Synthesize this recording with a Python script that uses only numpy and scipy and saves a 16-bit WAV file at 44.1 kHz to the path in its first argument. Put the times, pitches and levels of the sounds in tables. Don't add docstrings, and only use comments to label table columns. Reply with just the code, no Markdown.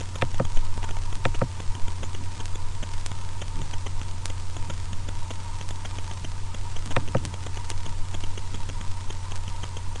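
import sys
import numpy as np
from scipy import signal
from scipy.fft import rfft, irfft
from scipy.io import wavfile
from scipy.ndimage import uniform_filter1d

SR = 44100
rng = np.random.default_rng(int(sys.argv[2]) if len(sys.argv) > 2 else 0)


def int16_out(signal):
    q = np.round(np.clip(np.atleast_2d(signal).T, -1, 1) * 32767)
    wavfile.write(sys.argv[1], SR, q.astype(np.int16))


def convert_level_to_amplitude(level_db):
    exponent = np.asarray(level_db, float) / 20
    return 10 ** exponent


N = 441000

# (frequency [Hz], rms level [dB])
DISK_TONES = [(90.2, -37), (106.3, -54.5), (119.8, -73.5), (180.4, -70.5)]
# (frequency [Hz], bandwidth [Hz], rms level [dB])
FAN_WHISTLES = [(895.6, 34, -55), (920, 21, -64.5), (948.4, 39, -53), (1019, 36, -59.5), (1193, 65, -64),
                (1276, 24, -65.5)]
# (time [s], level [dB])
FAN_SWELL = [(0.0, -51), (0.36, -49.5), (0.78, -48.5), (1.2, -49.5), (2.12, -52.5), (2.87, -49.5),
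             (3.37, -52), (3.79, -50), (4.15, -53.5), (5.07, -52.5), (5.48, -49), (6.04, -51.5),
             (6.29, -53), (7.52, -49.5), (8.63, -53.5), (9.08, -48), (9.41, -51), (10.0, -49.5)]
FLUTTER_S, FLUTTER_DB = 0.073, 2.0
# (frequency [Hz], density [dB per Hz])
HISS_SPECTRUM = [(30, -0.5), (60, -7.5), (110, -8.5), (150, -17), (280, -24.5), (700, -28.5), (1100, -27),
                 (1750, -31.5), (3100, -33), (7800, -34.5), (10600, -37.5)]
HISS_DB = -38.5

# (time [s], level [dB])
SWAY = [(0.0, -33), (0.67, -15), (0.7, -23), (1.11, -23.5), (1.31, -14.5), (1.5, -39.5), (1.7, -19),
        (1.75, -38), (1.81, -19), (1.95, -28.5), (2.5, -25), (5.99, -28), (6.1, -32), (7.04, -23),
        (7.38, -31.5), (7.96, -23.5), (9.72, -28.5), (10.0, -25.5)]
# (frequency [Hz], density [dB per Hz])
SWAY_SPECTRUM = [(1, -5.5), (4, 2.5), (15, -3), (21, -3), (25, -16), (29, -18), (40, -47), (60, -77)]
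# (time [s], push level [dB], quilt drag level [dB])
PAW_STEPS = [(.62, -55, -52), (.77, -49, -51), (.92, -46, -49), (1.18, -45, -47), (1.6, -54, -48),
             (1.77, -44, -45.5), (1.89, -52, -49), (2.03, -43, -43.5), (2.21, -44, -41.5),
             (2.4, -51, -44.5), (2.82, -48, -51), (3.13, -43, -61), (3.42, -51, -55), (3.59, -37.5, -40.5),
             (4.57, -43.5, -48.5), (4.7, -43, -45.5), (4.93, -41.5, -50), (5.08, -53, -47),
             (5.95, -55, -49), (6.25, -43, -60), (6.88, -45, -41), (7.03, -51, -43.5), (7.09, -44, -44),
             (7.25, -39.5, -39), (7.48, -47, -45), (7.57, -43, -47), (7.88, -41, -46), (8.55, -43.5, -45),
             (8.7, -45, -48), (8.81, -44, -49)]
PRESS_DB_PER_S, PUSH_FADE_DB_PER_S, DRAG_FADE_DB_PER_S = 266, 120, 304
REST_PUSH_DB, REST_DRAG_DB = -55, -61

# (time [s], level [dB])
TAG_HITS = [
    (.547, -41),
    (1.263, -40),
    (2.048, -38),
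]
# (frequency [Hz], level [dB], 60 dB decay time [s])
TAG_MODES = [(7040, -4, 0.082), (6340, -3, 0.022)]

# (time [s], level [dB])
STRONG_TICKS = [(0.0012, -25.5), (0.2149, -28), (0.521, -26.5), (0.7414, -29), (1.0559, -30), (1.3926, -32),
                (2.1322, -27), (2.891, -27), (3.482, -24.5), (3.7123, -26), (3.783, -29), (4.0318, -30),
                (4.3807, -28), (4.6269, -28), (4.7789, -27), (5.2035, -32), (5.9113, -28), (6.0437, -28),
                (6.3181, -27), (6.8757, -26), (6.9249, -25), (7.4382, -27), (7.65, -27), (7.7088, -27),
                (7.7781, -26.5), (7.8946, -28), (8.0863, -27), (8.2065, -25.5), (8.8788, -28), (9.312, -28)]
PLAIN_TICKS = [.0906, .1857, .3155, .651, 1.149, 1.2419, 1.6783, 1.7978, 1.9049, 2.355, 2.4809, 2.9157,
               3.011, 3.1886, 3.2497, 4.4002, 4.8561, 5.3572, 5.6262, 5.7586, 5.971, 6.0779, 6.1367, 6.7005,
               6.792, 6.8244, 7.0003, 8.6052, 8.918, 9.1508]
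PLAIN_DB = -29
FAINT_DB, FAINT_PER_S = -35, 55
POLL_S, POLL_JITTER_S, POLL_SHARE = .031, .006, .2
POLL_DB, POLL_SPREAD_DB = -29.5, 0.5
REPLY_S, REPLY_JITTER_S, REPLY_DB = .055, .0006, -5.5
# (time [s], length [ms], ticks [count])
FLURRIES = [(0.0574, 0.8, 2), (0.3819, 1.2, 3), (1.0363, 0.9, 2), (2.2388, 0.6, 2), (2.9355, 4.8, 8),
            (2.9807, 0.8, 2), (3.2902, 0.8, 2), (4.1128, 0.5, 2), (4.8003, 0.8, 2), (5.2301, 1.3, 2),
            (6.1748, 1.9, 2), (7.2566, 5, 5), (7.5446, 1.4, 2), (7.5592, 0.7, 2), (8.5559, 0.8, 2),
            (9.0083, 1.4, 3), (9.1268, 0.8, 2)]
# (time [s], length [ms],
# pulses [count])
PACKETS = [(0.1554, 6.3, 14), (0.5706, 5.1, 11), (2.403, 5.6, 12), (3.4163, 9.9, 19),
           (3.7361, 5.2, 12), (3.8641, 8.1, 14), (4.3002, 4.5, 11), (4.699, 9.5, 17),
           (5.0864, 5.8, 13), (5.306, 8.6, 16), (5.8508, 8.2, 15), (6.2458, 6.3, 14),
           (6.7641, 4.8, 12), (7.465, 6.3, 13), (7.5715, 5.8, 11), (8.2373, 4.7, 11), (8.3758, 6, 13),
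           (8.5437, 5.8, 13), (9.1029, 6.3, 14), (9.6333, 9, 18), (9.7683, 4.9, 12),
           (0.0079, 0.9, 3), (0.0119, 2.8, 6), (0.8299, 3, 5), (0.8407, 7.7, 12), (1.3452, 5.7, 9),
                 (1.3532, 1.9, 5), (2.0309, 4.6, 10), (2.0389, 2, 5), (2.8277, 7.3, 14), (2.8374, 2.1, 4),
                 (6.9073, 8.3, 15), (6.9179, 4.6, 8), (7.0778, 0.9, 3), (7.0856, 1.2, 4), (8.1426, 3.2, 8),
                 (8.148, 3.9, 9), (8.6903, 2.4, 7), (8.6979, 2.6, 5),
           (0.344, 1.9, 6), (0.4516, 2.9, 9), (0.8908, 2.4, 4), (0.9083, 3.4, 8), (0.9678, 2.9, 4),
                 (1.1269, 3.2, 7), (1.6017, 4.3, 8), (1.7516, 1.8, 6), (1.881, 3.1, 7), (2.1481, 3.6, 9),
                 (2.5556, 3.7, 11), (3.1157, 2.9, 8), (3.6168, 2.7, 8), (4.0147, 1.7, 5), (4.5665, 3.4, 9),
                 (4.9312, 2.5, 8), (5.6114, 2.7, 8), (5.7072, 3.6, 10), (5.9845, 3.8, 9), (6.1121, 3.1, 8),
                 (6.5454, 4.1, 10), (7.1693, 1.5, 5), (7.3405, 3, 8), (7.714, 3.6, 8), (7.8628, 3.9, 11),
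                 (8.8117, 2.6, 8), (9.3194, 3.2, 9), (9.4791, 2.8, 9), (9.9583, 3.2, 9)]
PULSE_DB = -24.3
SPACING, WIDTH, NARROW = 12.4, 10, 3
PAUSE = 38
# (time [s], depth [dB])
DROPS = [
    (1.1548, -16),
    (2.4569, -14),
    (3.0628, -8.5),
    (4.257, -7.5),
    (5.69, -16),
    (6.8601, -16),
    (7.2523, -9),
    (7.7025, -7.5),
    (9.358, -16.5),
    (9.3636, -20),
]
SKIP_S, SKIP_DB, SKIP_SETTLE_S = .778, -21.5, 0.013

# (time [s], blow level [dB], direction [1 = let go])
BUTTON = [
    (0.2212, -1.5, 0),
    (0.3973, -5, 1),
    (1.2525, -1.5, 0),
    (1.415, -5, 1),
    (6.9641, -1, 0),
    (7.1473, -4.5, 1),
]
# (frequency [Hz], 60 dB decay time [s], rise [ms], peak pressed [dB], peak let go [dB])
CASE_MODES = [(77, 0.28, 31, -38, -32), (123.2, 0.13, 3.8, -21, -15.5), (166.4, 0.089, 3.1, -30, -19),
              (248, 0.069, 7.1, -31, -24), (326.5, 0.07, 4.7, -31, -26), (407, 0.045, 2.4, -29, -22.5),
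              (531, 0.019, 10.5, -19.5, -13), (679, 0.039, 3.5, -30, -23.5), (730, 0.027, 4.1, -28, -23.5),
              (920, 0.05, 1.5, -26.5, -24), (1140, 0.01, 0.99, -23, -29), (1263, 0.0096, 1, -18, -16.5),
              (1504, 0.02, 1.1, -27, -29), (1810, 0.0087, 1.4, -20.5, -24), (2100, 0.022, 1.1, -30, -41),
              (2375, 0.011, 0.6, -19, -29), (2750, 0.017, 0.4, -27, -38), (3190, 0.0066, .4, -26, -62),
              (3550, 0.0047, 0.18, -20, -52), (4410, 0.006, 0.21, -32, -37), (5800, 0.0031, .2, -30, -52),
              (7800, 0.0011, 0.073, -23.5, -56)]

# (frequency [Hz], level under the signal [dB])
SMEAR = [(300, -55), (800, -11.5), (2000, -11), (4000, -11.5), (10000, -4.5)]
# (frequency [Hz], gain [dB])
TREBLE_LOSS = [(7000, 1), (9300, -0.5), (9500, -4.5), (10600, -7)]
EDGE_HZ, MIRROR_DB = 10696, -7.5


def evened(x):
    return x / np.sqrt(np.mean(x ** 2) + 1e-20)


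def add(mix, s, sound):
    part = mix[round(s * SR):][:len(sound)]
    part += sound[:len(part)]


def coloured(points):
    hz = np.fft.rfftfreq(N, 1 / SR)
    f, db = np.transpose(points)
    gain = convert_level_to_amplitude(np.interp(np.log(hz + .1), np.log(f), db))
    return evened(irfft(rfft(rng.standard_normal(N)) * gain, N))


def whistle(hz, width):
    r = np.exp(-np.pi * width / SR)
    noise = [1, 1j] @ rng.standard_normal((2, N))
    slow = signal.lfilter([1], np.convolve([1, -r], [1, -r]), noise)
    turn = np.exp(2j * np.pi * np.cumsum(hz * np.ones(N)) / SR)
    return evened((slow * turn).real)


def level(rows):
    s, db = np.transpose(rows)
    return convert_level_to_amplitude(np.interp(np.arange(N) / SR, s, db, left=-99, right=-99))


def hiss():
    return convert_level_to_amplitude(HISS_DB) * coloured(HISS_SPECTRUM)


def disk():
    t = np.arange(N) / SR
    return sum(np.sqrt(2) * convert_level_to_amplitude(db) * np.sin(2 * np.pi * (hz * t + rng.random())) for hz, db in DISK_TONES)


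def fan():
    whir = sum(convert_level_to_amplitude(db) * whistle(hz, width) for hz, width, db in FAN_WHISTLES)
    smooth = np.hanning(round(FLUTTER_S * SR))
    waver = evened(signal.oaconvolve(coloured(HISS_SPECTRUM), smooth, "same"))
    return evened(level(FAN_SWELL) * convert_level_to_amplitude(FLUTTER_DB * waver)) * whir


def steps(column, fade_db_per_s, rest_db):
    t, db = np.arange(0, N, 64) / SR, rest_db
    for row in PAW_STEPS:
        since = t - row[0]
        fall = np.maximum(-PRESS_DB_PER_S * since, fade_db_per_s * since)
        db = np.maximum(db, row[column] - fall)
    return convert_level_to_amplitude(np.repeat(db, 64)[:N])


def bed():
    push = steps(1, PUSH_FADE_DB_PER_S, REST_PUSH_DB) * whistle(138, 61)
    drag = steps(2, DRAG_FADE_DB_PER_S, REST_DRAG_DB) * whistle(250, 202)
    sway = coloured(SWAY_SPECTRUM)
    sway = evened(sway / np.sqrt(2.1 + uniform_filter1d(sway ** 2, SR // 6)))
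    return level(SWAY) * sway + convert_level_to_amplitude(-1.0) * push + convert_level_to_amplitude(-0.5) * drag


def collar():
    out, t = np.zeros(N), np.arange(SR // 10) / SR
    clink = sum(convert_level_to_amplitude(db - 60 * t / t60) * np.sin(2 * np.pi * hz * t) for hz, db, t60 in TAG_MODES)
    for s, db in TAG_HITS:
        add(out, s, convert_level_to_amplitude(db) * clink)
    return out


def packet(length_ms, n, pause, pick, late):
    step = SPACING + 2 * late[-1]
    spare = max(length_ms / 1000 * SR - WIDTH - (n - 1) * step, 0)
    broken = np.argsort(np.argsort(pick[:n - 1])) < max(round(spare / pause), 1)
    share = broken * (.2 + late[1:n] ** 2)
    return np.r_[0, np.cumsum(step + 2 * late[:n - 1] - 1 + spare * share / share.sum())]


def pulse_starts(rows, pause):
    line = np.zeros(N)
    draws = rng.random((len(rows), 3, 30))
    for (s, length_ms, pulses), (pick, late, size) in zip(rows, draws):
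        at = np.round(s * SR + packet(length_ms, round(pulses), pause, pick, late)).astype(int)
        line[at] = convert_level_to_amplitude(PULSE_DB + 2 * (size[:len(at)] - 2.0))
    return line


def lone_ticks():
    late, heard, size = rng.random((round(N / SR / POLL_S) - 5, 3)).T
    poll_s = np.cumsum(POLL_S + POLL_JITTER_S * (late - .5))
    polls = np.c_[poll_s, POLL_DB + POLL_SPREAD_DB * size]
    plain = [(s, PLAIN_DB) for s in PLAIN_TICKS]
    s, db = np.r_[STRONG_TICKS, plain, polls[heard < POLL_SHARE]].T
    out = np.zeros(N)
    out[np.round(s * SR).astype(int)] = convert_level_to_amplitude(db + 3.5)
    reply = s + REPLY_S + REPLY_JITTER_S * rng.standard_normal(len(late))[:len(s)]
    out[np.round(reply * SR).astype(int)] = convert_level_to_amplitude(np.minimum(db, PLAIN_DB) + REPLY_DB)
    return out


def dropouts():
    out = np.zeros(N)
    for s, db in DROPS:
        add(out, s - 4 / SR, -convert_level_to_amplitude(db) * np.ones(2))
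    t = np.arange(SR // 10) / SR
    add(out, SKIP_S, -convert_level_to_amplitude(SKIP_DB - t * 20 / SKIP_SETTLE_S))
    return out


def traffic():
    wide = pulse_starts(PACKETS, PAUSE)
    stray = (rng.random(N) < FAINT_PER_S / SR) * convert_level_to_amplitude(FAINT_DB + 6.4 * rng.random(N))
    narrow = pulse_starts(FLURRIES, 1) + lone_ticks() + stray
    pulses = np.convolve(wide, np.ones(WIDTH))[:N] + np.convolve(narrow, np.ones(NARROW))[:N]
    edge = np.exp(-np.arange(12) / .7)
    return np.convolve(pulses, edge / edge.sum())[:N] + dropouts()


def button():
    out, t = np.zeros(N), np.arange(SR // 8) / SR
    start = rng.random((2, len(CASE_MODES)))
    for s, blow_db, up in BUTTON:
        up = round(up)
        for (hz, t60, rise_ms, *peak_db), turn in zip(CASE_MODES, start[up]):
            shape = (1 - np.exp(-t * 1000 / rise_ms)) ** 3 * convert_level_to_amplitude(-60 * t / t60)
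            ring = shape / shape.max() * np.sin(2 * np.pi * (hz * t + turn))
            add(out, s, convert_level_to_amplitude(blow_db + peak_db[up]) * ring)
    return out


def scene():
    return (hiss() + disk() + fan() + bed() + collar() + traffic() + button())[None]


def spectral_rounding(x):
    hz, _, z = signal.stft(x, SR, nperseg=1024)
    f, db = np.transpose(SMEAR)
    error = rng.standard_normal((*z.shape[::-1], 2)) @ [1, 1j]
    z = z * (1 + convert_level_to_amplitude(np.interp(np.log(hz + 1), np.log(f), db))[:, None] * error.T)
    z = z * convert_level_to_amplitude(np.interp(hz, *np.transpose(TREBLE_LOSS)))[:, None]
    return signal.istft(z, SR, nperseg=1024)[1][:, :N]


def roll_off(x):
    return signal.sosfilt(signal.butter(12, 12010, fs=SR, output="sos"), x)


def record(dry):
    lowpass = signal.firwin(801, EDGE_HZ, window=("kaiser", 9), fs=SR)[None]
    kept = signal.oaconvolve(spectral_rounding(dry), lowpass, "same")
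    mirror = kept * (-1.) ** np.arange(N)
    hz = np.fft.rfftfreq(N, 1 / SR)
    fade = convert_level_to_amplitude(MIRROR_DB - 24 * np.maximum(hz - 11400, 0) / 1000)
    return roll_off(kept + irfft(rfft(mirror) * fade, N))


dry = scene()
out = record(dry)
int16_out(out)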